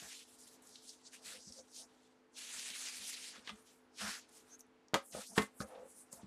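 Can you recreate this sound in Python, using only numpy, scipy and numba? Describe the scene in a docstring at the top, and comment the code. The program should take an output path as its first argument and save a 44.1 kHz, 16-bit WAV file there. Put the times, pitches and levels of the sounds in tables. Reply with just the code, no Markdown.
"""A hand's gritty hiss on card and cloth is heard first, with a soft knock in it; strokes swell and die away.
Small edges tick, a fingertip squeaks on glossy card and two boxes knock down hard on a covered table.
Friction is modelled as grainy noise under a moving spectrum, sliding as noise driving broad resonances,
and impact as decaying modes with a crack and a rattle; faint machine tones and air noise lie beneath."""
import sys
import numpy as np
from scipy import signal
from scipy.fft import rfft, irfft
from scipy.io import wavfile
from scipy.ndimage import uniform_filter1d
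from numba import njit

SR = 44100
rng = np.random.default_rng(int(sys.argv[2]) if len(sys.argv) > 2 else 0)


def wav_record(signal):
    """Record a signal, one row per channel, as 16-bit PCM in the file named by sys.argv[1]."""
    frames = np.transpose(np.atleast_2d(signal))
    bounded = np.clip(frames, -1, 1)
    # unit amplitude maps onto the largest positive 16-bit level
    quanta = np.round(bounded * 32767).astype(np.int16)
    wavfile.write(sys.argv[1], SR, quanta)


N = 276286

# Machine tones: mean [f/Hz, rms level/dB]
HUM_TONES = [(253.0, -74.5), (306.8, -82.5), (344.5, -84), (441.4, -78.5), (511.4, -86.5)]
# Spectrum of the air noise: [f/Hz, relative density/dB per Hz]
AIR_SPECTRUM = [(18, -46), (30, -13.5), (163, -12.5), (253, -3), (384, -11), (437, -1), (497, -9.5),
                (859, -8.5), (1200, -12.5), (1410, -12), (7830, -31.5), (15000, -41)]
AIR_DB = -71.5  # rms before its slow swell
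# Edges ticking: [t/s, nominal level/dB, f/Hz, t60 of the scratchy tail/s]
EDGE_TICKS = [(0.4738, -52, 7290, 0.029), (0.622, -54, 9800, 0.018), (0.6722, -45, 7300, 0.014),
              (0.7563, -42, 3870, 0.023), (0.8919, -38, 5000, 0.019), (1.5227, -39.5, 5640, 0.019),
              (2.376, -58, 3760, 0.018), (2.7354, -38.5, 3000, 0.034), (3.1715, -44, 2860, 0.045),
              (3.4745, -34, 3700, 0.017), (3.4756, -33.5, 2060, 0.023), (3.4932, -27.5, 2580, 0.01),
              (3.494, -40.5, 1180, 0.05), (3.504, -28.5, 3220, 0.0043), (4.292, -57, 8510, 0.017),
              (4.593, -52, 6500, 0.025), (4.6067, -45, 6700, 0.024), (4.667, -65, 10000, 0.01),
              (4.8837, -54, 5760, 0.015), (5.1235, -47.5, 5600, 0.035), (5.6037, -34, 1300, 0.034),
              (5.618, -40, 1510, 0.051), (5.75, -56, 3400, 0.057), (6.128, -34, 8150, 0.011)]
# Blows: [t/s, level/dB, nominal contact/ms, table share/dB, box share/dB, crack/dB, rattle/dB]
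BLOWS = [(0.023, -46, 1.6, -5, -11, -23, -10), (1.471, -57.5, 5.3, 9, -14, -30, -16),
         (3.4745, -55, 0.26, -4, -14, -10, -8), (3.493, -53.5, 0.15, -6, -5, -3, -0.5),
         (3.52, -60, 5.9, 4, -7, -30, -23), (4.9355, -27, 0.89, -8, -1.5, -27, -9),
         (4.9422, -20.5, 0.21, -13, -14.5, 12, -6), (4.957, -29.5, 0.71, -14, 3, -7, -6),
         (5.149, -36.5, 1.75, -19, 5.5, -32, -15), (5.3787, -19, 0.32, -3, -31, 4.5, -7),
         (5.3839, -23.5, 0.25, -18, -28, 11, -19), (5.397, -28.5, 2.4, -1.5, -24, -34.5, -4),
         (5.421, -39, 0.17, -2, -18, -9.5, -2), (5.603, -23, 4.7, -7, -9, -42, -10),
         (5.612, -38.5, 2.3, -18, 11, -40.5, -5), (6.128, -44.5, 1.6, -22, -14, -30, -1),
         (6.232, -50, 3.2, 6, -2, -28, -24), (6.2415, -35, 6.6, 0.5, -20, -27, -25)]
# Modes of the struck table: [f/Hz, level/dB, t60/s], nominal: each blow scatters f and level, shortens t60
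TABLE_MODES = [(71, -10, 0.17), (140, -25, 0.11), (207, -7, 0.17), (253, -7, .12), (338, -5.5, 0.061),
               (435, -8, 0.17), (482, -28, 0.093), (600, -38, 0.076), (1099, -3, 0.099),
               (1840, -6.5, 0.082), (2080, -10.5, 0.12), (2220, -14, 0.058)]
# Modes of the struck box: [f/Hz, level/dB, t60/s], nominal in the same way
BOX_MODES = [(546, -15, 0.18), (625, -7, 0.11), (783, -18, 0.24), (1024, -23.5, 0.16), (1260, -6.5, 0.088),
             (1426, -12, 0.15), (1990, -27, 0.21), (2450, -31, 0.12), (3330, -27, 0.15), (3770, -19, 0.033)]
# Decay of the rattle bands: [f/Hz, t60/s]
RATTLE_DECAYS = [(300, 0.077), (800, 0.083), (2200, 0.026), (5500, 0.14), (10000, 0.068)]
# Strength of the same rattle bands: [f/Hz, relative level/dB]
RATTLE_LEVELS = [(300, -10), (800, 0.5), (2200, 0), (5500, -4.5), (10000, -33)]
# Low resonance of a sliding box: [f/Hz, nominal width/Hz, relative level/dB]
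BOX_HUM_MODES = [(521, 44, 0.0038)]
# Upper resonances of a sliding box: [f/Hz, nominal width/Hz, relative level/dB]
BOX_UPPER_MODES = [(687, 68, -8.5), (786, 176, -8.5), (964, 580, -13.5)]
# Low resonances of the table under a slide: [f/Hz, nominal width/Hz, relative level/dB]
TABLE_THRUM_MODES = [(210.8, 28, -2.5), (67, 35, -11)]
# Weight dragged over the table: [t/s, hold/s, box hum/dB, box upper modes/dB, table thrum/dB]
DRAGS = [(0.031, .034, -75.5, -62.5, -67), (0.16, 0.018, -85, -82, -97), (1.22, 0.0077, -75, -66, -99),
         (1.273, 0.0091, -77, -66, -67), (1.32, 0.064, -66.5, -66, -73), (1.495, 0.0082, -70.5, -73, -60.5),
         (1.59, 0.0063, -62, -65, -73), (1.785, 0.056, -76, -65, -73.5), (2.4, .95, -86, -90, -81),
         (2.563, .02, -93, -96, -69), (2.707, 0.011, -88, -66, -65), (2.998, 0.015, -82, -86, -63.5),
         (3.386, 0.0086, -69.5, -77, -64.5), (3.526, 0.0043, -76, -82, -55.5),
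         (4.03, .055, -70, -56, -54.5), (5.153, 0.036, -52.5, -50, -52.5), (5.323, .01, -72, -60, -61),
         (5.638, 0.0021, -52.5, -58, -55), (5.715, 0.039, -58.5, -51, -80),
         (5.79, 0.065, -52.5, -56.5, -70), (5.923, .06, -78, -80, -74), (6.138, 0.025, -71, -81, -77),
         (6.19, 0.017, -83, -59.5, -67)]
# Basic spectrum of skin on card: [f/Hz, relative density/dB per Hz]
SKIN_SPECTRUM = [(500, 28.5), (2000, -1), (5000, -0.5), (8000, -1), (10500, -4.5), (12500, -12.5),
                 (14500, -17.5), (16000, -24)]
# Hand strokes: [t at full pressure/s, rise/ms, hold/ms, fall/ms, hiss level/dB,
#                weight of contact/dB, brightness/dB]
STROKES = [(0.0, 100, 90, 200, -53.5, -3, -6), (0.123, 60, 5, 60, -52.5, -7, -13.5),
           (0.17, 60, 44, 61, -57, -8, -8), (0.2, 100, 1550, 100, -75, -8, -8),
           (0.302, 100, 30, 92, -64, -8, 0.5), (0.393, 25, 27, 100, -61, -12, -2),
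           (0.474, 28, 2, 40, -58.5, -10, -5.5), (0.529, 68, 15, 40, -63, -12, -1.5),
           (0.625, 10, 25, 80, -66.5, -9, 2), (0.673, 30, 37, 120, -62, -15.5, -9),
           (0.758, 42, 4.5, 130, -63.5, -10, -16), (0.848, 100, 91, 55, -61.5, -9.5, -7),
           (0.892, 35, 2, 47, -54.5, -15, -12), (1.047, 48, 2, 30, -74, -10, -14),
           (1.07, 37, 3.7, 25, -56, -20.5, -37), (1.135, 27, 6.2, 66, -54, -3.5, -7),
           (1.26, 47, 11, 170, -51, -4, -6), (1.318, 64, 5.5, 120, -53, 0, -8.5),
           (1.432, 53, 63, 63, -57, -18, -22.5), (1.537, 38, 55, 41, -58, -16, -14),
           (1.763, 64, 49, 53, -53.5, -11, -8), (1.9, 100, 150, 220, -76, -10, -11),
           (2.383, 45, 905, 70, -50, -5, -10), (2.538, 60, 51, 48, -48.5, -2.5, -11.5),
           (2.716, 190, 2, 24, -49, -3.5, -8.5), (2.826, 170, 1.8, 140, -48, -2.5, -7),
           (2.968, 50, 15, 35, -53, -7, 0), (3.098, 85, 2.3, 28, -45, -3, -5.5),
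           (3.335, 72, 41, 56, -56.5, -0.5, -16), (3.4, 55, 40, 60, -68, 7, -5),
           (3.5, 50, 220, 150, -71, 4, 5), (3.48, 52, 18, 26, -53.5, 0, -17),
           (3.562, 74, 8.9, 61, -67, 0, -12), (3.688, 64, 2, 88, -68, -11.5, -17),
           (4.016, 60.5, 66, 134, -43.5, -0.5, -9.5), (4.155, 150, 23, 56, -53.5, 2.5, -6),
           (4.23, 40, 18.7, 34.5, -70.5, 7, -16.5), (4.292, 12, 2, 15, -67, -5, -2),
           (4.368, 87, 1.8, 79, -60.5, -6, -0.5), (4.47, 120, 72, 50, -70, 2, -1),
           (4.598, 13, 6, 20, -60, -16, 15), (5.057, 40, 57, 100, -60, -22, 0),
           (5.137, 33, 80, 100, -51, -1, -5), (5.27, 40, 68, 34, -56, -17.5, -5.5),
           (5.372, 20, 4.6, 34, -40.5, 5, -4), (5.48, 50, 700, 50, -78, -15, -3),
           (5.42, 24, 2, 51, -49, 7.5, 1.5), (5.592, 52, 2, 30, -60.5, -20, 4),
           (5.605, 13, 2.2, 47, -49, -13, -6.5), (5.688, 42, 2, 73, -65, -5, 3.5),
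           (5.76, 60, 25, 120, -82, -3, -4), (5.912, 80, 5, 48, -61.5, -23.5, -15),
           (5.998, 90, 8.3, 49, -56.5, -24, -12), (6.128, 18, 36, 54, -57.5, -13.5, 1.5),
           (6.228, 50, 30, 100, -73, -3, -13)]

DRAG_RISE_S, DRAG_FALL_S = 0.036, 0.041
SQUEAK_S, SQUEAK_DB, SQUEAK_HZ, SQUEAK_GLIDE_HZ_S = 4.534, -55, 6240, 3900
SQUEAK_RISE_S, SQUEAK_HOLD_S, SQUEAK_FALL_S = 0.043, 0.017, 0.016
WEIGHT_PER_DB, BRIGHT_PER_DB = 0.62, 0.3  # contact gets heavier and brighter as a stroke swells
ROUNDNESS = 1.415  # slope of a swell in dB: 1 = straight, 2 = a bell
CONTROL_STEP = 32  # samples between control values
TOP_HZ = 15500


def undb(db):
    """Amplitude ratio of a level in dB."""
    return 10 ** (np.asarray(db) / 20)


def unit(x):
    """Normalise to unit rms."""
    return x / np.sqrt(np.mean(x ** 2))


@njit
def svf(x, hz, width):
    """State-variable resonance: a band-pass with gain 1 at its centre."""
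    y, band, low = np.empty(len(x)), 0., 0.
    g, k = np.tan(np.pi * hz / SR), width / hz
    for i in range(len(x)):
        v = (band + g * (x[i] - low)) / (1 + g * (g + k))
        band, low, y[i] = 2 * v - band, low + 2 * g * v, k * v
    return y


def resonate(x, hz, width):
    """Two equal resonances in cascade, normalised to unit rms."""
    once = svf(x, 1. * hz, 1. * width)
    return unit(svf(once, 1. * hz, 1. * width))


def walk(rate):
    """Slow random modulation: values drawn at rate per second, smoothly joined; spread near 1."""
    k = int(SR / rate)
    points = rng.standard_normal(N // k + 2)
    joined = np.interp(np.arange(N) / k, np.arange(len(points)), points)
    return 1.25 * uniform_filter1d(joined, k)


def on_log(hz, points):
    """Interpolate a spectrum linearly over log frequency."""
    point_hz, values = np.array(points).T
    return np.interp(np.log(hz), np.log(point_hz), values)


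def fade(t, t60):
    """Exponential decay, 60 dB down after t60 (at least 2 ms)."""
    return np.exp(-np.log(1000) * t / np.maximum(t60, .002))


def add(out, s, x):
    """Superpose x on out from time s."""
    i = int(s * SR)
    out[i:i + len(x)] += x[:N - i]


def grit(spread_db, dense, most_db=14):
    """Grainy friction: noise in which a share of samples are grains of widely spread size."""
    size_db = np.minimum(spread_db * rng.exponential(size=N), most_db)
    grains = undb(size_db) * (rng.random(N) < dense)
    return rng.standard_normal(N) * (1 + grains)


def swell_db(s, rise_s, hold_s, fall_s):
    """Envelope in dB below its top, 20 dB down one rise before or one fall after the hold; a row per event."""
    t = np.arange(0, N + CONTROL_STEP, CONTROL_STEP) / SR
    s, rise_s, hold_s, fall_s = (np.reshape(v, (-1, 1)) for v in (s, rise_s, hold_s, fall_s))
    early = (s - t) / np.maximum(rise_s, .003)
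    late = (t - s - np.maximum(hold_s, 0)) / np.maximum(fall_s, .003)
    return -20 * np.clip(np.maximum(early, late), 0, 4) ** ROUNDNESS


def fine(x):
    """Linear interpolation of a control to every sample."""
    return np.interp(np.arange(N), np.arange(len(x)) * CONTROL_STEP, x)


def room_tone():
    """Steady background: machine tones wavering in level and phase over coloured air noise."""
    t, swell = np.arange(N) / SR, undb(1.5 * walk(6.8))
    hum = np.zeros(N)
    for hz, db in HUM_TONES:
        level = np.sqrt(2) * undb(db + 1.1 * walk(5.23))
        hum += level * np.sin(2 * np.pi * hz * t + 1.23 * walk(3))
    colour = undb(on_log(np.arange(1, N // 2 + 2) * SR / N, AIR_SPECTRUM))
    air = unit(irfft(rfft(rng.standard_normal(N)) * colour, N))
    return hum + undb(AIR_DB) * swell * air


def room(dry, wet_db=-14, t60=0.15):
    """Reverberation of a small soft room: convolution with a dense, band-limited decaying tail."""
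    t = np.arange(SR // 2) / SR
    tail = svf(rng.standard_normal(len(t)), 1730.0, 3900.0) * fade(t, t60) * (t > .003)
    tail = tail / np.sqrt(np.sum(tail ** 2))
    return dry + undb(wet_db) * signal.fftconvolve(dry, tail)[:N]


def squeak():
    """Fast slips of a fingertip on glossy card: a gliding, wobbling tone blurred by narrow noise."""
    under = swell_db(SQUEAK_S, SQUEAK_RISE_S, SQUEAK_HOLD_S, SQUEAK_FALL_S)[0]
    gain = fine(undb(SQUEAK_DB + under))
    blur = unit(svf(rng.standard_normal(N), 300., 550.0))
    hz = SQUEAK_HZ + SQUEAK_GLIDE_HZ_S * np.clip(np.arange(N) / SR - SQUEAK_S, -.1, .1)
    tone = np.sin(2 * np.pi * np.cumsum(hz * (1 + 0.05 * walk(900))) / SR)
    # the card under the finger hums along
    card = unit(svf(rng.standard_normal(N), 1550., 120.))
    return (tone + undb(-16) * card) * (1.0 + 0.28 * blur) * gain


def ticks():
    """Impulsive excitation of an edge: a short damped ring at its pitch, with a scratchy tail."""
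    out, t = np.zeros(N), np.arange(SR // 10) / SR
    for s, db, hz, t60 in EDGE_TICKS:
        scratch = resonate(rng.standard_normal(len(t)), hz, 0.43 * hz)
        onset = np.minimum(t * hz, 1)  # one period
        ping = np.sin(2 * np.pi * hz * t) * fade(t, 0.0036) * onset
        add(out, s, undb(db) * (0.86 * ping + 0.52 * scratch * fade(t, t60)))
    return out


def ring(modes, t, scatter_db=3.0, shorter=0.76):
    """Modal superposition: modes start together; each blow lands elsewhere, so strengths scatter."""
    hz, db, t60 = np.transpose(modes)[:, :, None]
    level_chance, pitch_chance = rng.standard_normal((2, len(modes), 1))
    level = undb(db + scatter_db * level_chance)
    tone = np.sin(2 * np.pi * hz * (1 + 0.0071 * pitch_chance) * t)
    return np.sum(level * tone * fade(t, shorter * t60), 0)


def blows():
    """Impact: a force pulse rings table, box and rattle, duller for longer contact; a crack is added."""
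    out, t = np.zeros(N), np.arange(SR // 4) / SR
    for s, db, contact_ms, table_db, box_db, crack_db, rattle_db in BLOWS:
        body = undb(table_db) * ring(TABLE_MODES, t) + undb(box_db) * ring(BOX_MODES, t)
        noise = rng.standard_normal(len(t))
        for (hz, t60), (_, tone_db) in zip(RATTLE_DECAYS, RATTLE_LEVELS):
            rattle = resonate(noise, hz, 3.05 * hz) * fade(t, t60)
            body = body + undb(rattle_db + tone_db) * rattle
        push_s = max(contact_ms, .02) * 1e-3 / 7  # time from onset to the peak of the force
        push = t[:600] * np.exp(-t[:600] / push_s)
        body = np.convolve(body, push / push.sum())
        snap = t / (0.00029 * contact_ms)  # the crack peaks within a fraction of the contact
        body[:len(t)] += undb(crack_db) * np.cos(0.88 * snap) * snap * np.exp(1 - snap)
        add(out, s, undb(db) * body)
    # a thin table top radiates the deep bass poorly
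    return signal.sosfilt(signal.butter(2, 115, "high", fs=SR, output="sos"), out)


def drag():
    """Stick-slip under a sliding box: grainy force drives the low resonances of box and table."""
    slip = grit(spread_db=5.0, dense=0.004) * undb(1.4 * walk(50))
    s, hold, *levels_db = np.transpose(DRAGS)[:, :, None]
    under = swell_db(s, DRAG_RISE_S, hold, DRAG_FALL_S)
    out = np.zeros(N)
    for modes, db in zip((BOX_HUM_MODES, BOX_UPPER_MODES, TABLE_THRUM_MODES), levels_db):
        # sections are widened because two in cascade narrow the resonance
        body = sum(undb(mode_db) * resonate(slip, hz, 1.62 * width) for hz, width, mode_db in modes)
        out += body * fine(undb(db + under).sum(0))
    return out


def hand():
    """Superposition of strokes in power; gain, weight and brightness follow the loudest contact."""
    s, rise, hold, fall, db, weight_db, bright_db = np.transpose(STROKES)[:, :, None]
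    under = swell_db(s, rise / 1000, hold / 1000, fall / 1000)
    power = undb(db + under) ** 2
    total = power.sum(0)
    pressed_db = np.maximum(under, -25)
    weight = np.sum(power * (weight_db + WEIGHT_PER_DB * pressed_db), 0) / total
    bright = np.sum(power * (bright_db + BRIGHT_PER_DB * pressed_db), 0) / total
    return fine(np.sqrt(total)), fine(weight), fine(bright)


def brush():
    """Sliding friction: gritty hiss whose bottom edge sinks with weight and whose top lifts with brightness."""
    rough = grit(spread_db=4.0, dense=.03) * undb(1.2 * walk(70))
    hz, t, frames = signal.stft(rough, SR, nperseg=256)
    at = np.minimum((t * SR).astype(int), N - 1)
    hz = hz[:, None] + 1  # avoids log of zero
    gain, weight_db, bright_db = hand()
    # a sharp bottom edge over a faint skirt
    edge_hz = np.clip(1350 * 2 ** (-weight_db[at] / 9), 650, 9000)
    skirt = undb(-4.5) * np.minimum(hz / edge_hz, 1) ** 3.02
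    bottom = 1 / np.sqrt(1 + (edge_hz / hz) ** 16) + skirt
    # brightness tilts the top per octave above 4500 Hz
    top_db = (bright_db[at] + 8.5) * np.clip(np.log2(hz / 4500), 0, 1.6)
    # random patches smoothed over frequency, then time
    patches = uniform_filter1d(rng.standard_normal(frames.shape), size=9, axis=0)
    patches_db = 22.5 * uniform_filter1d(patches, size=15, axis=1)
    shape = bottom * undb(on_log(hz, SKIN_SPECTRUM) + top_db)
    shape = shape / np.sqrt(np.mean(shape ** 2, 0)) * undb(patches_db)
    return unit(signal.istft(frames * shape, SR, nperseg=256)[1][:N]) * gain


def scene():
    """Superposition of all sources; only blows and ticks excite the room."""
    struck = room(blows() + ticks())
    return (room_tone() + struck + squeak() + drag() + brush())[None]


def record(dry):
    """Band-limiting by the microphone: deep bass and high treble roll off, and the top is cut steeply."""
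    thin = signal.sosfilt(signal.butter(2, [45, 12500], "band", fs=SR, output="sos"), dry)
    return signal.sosfilt(signal.ellip(10, .2, 80, TOP_HZ, fs=SR, output="sos"), thin)


dry = scene()
out = record(dry)
wav_record(out)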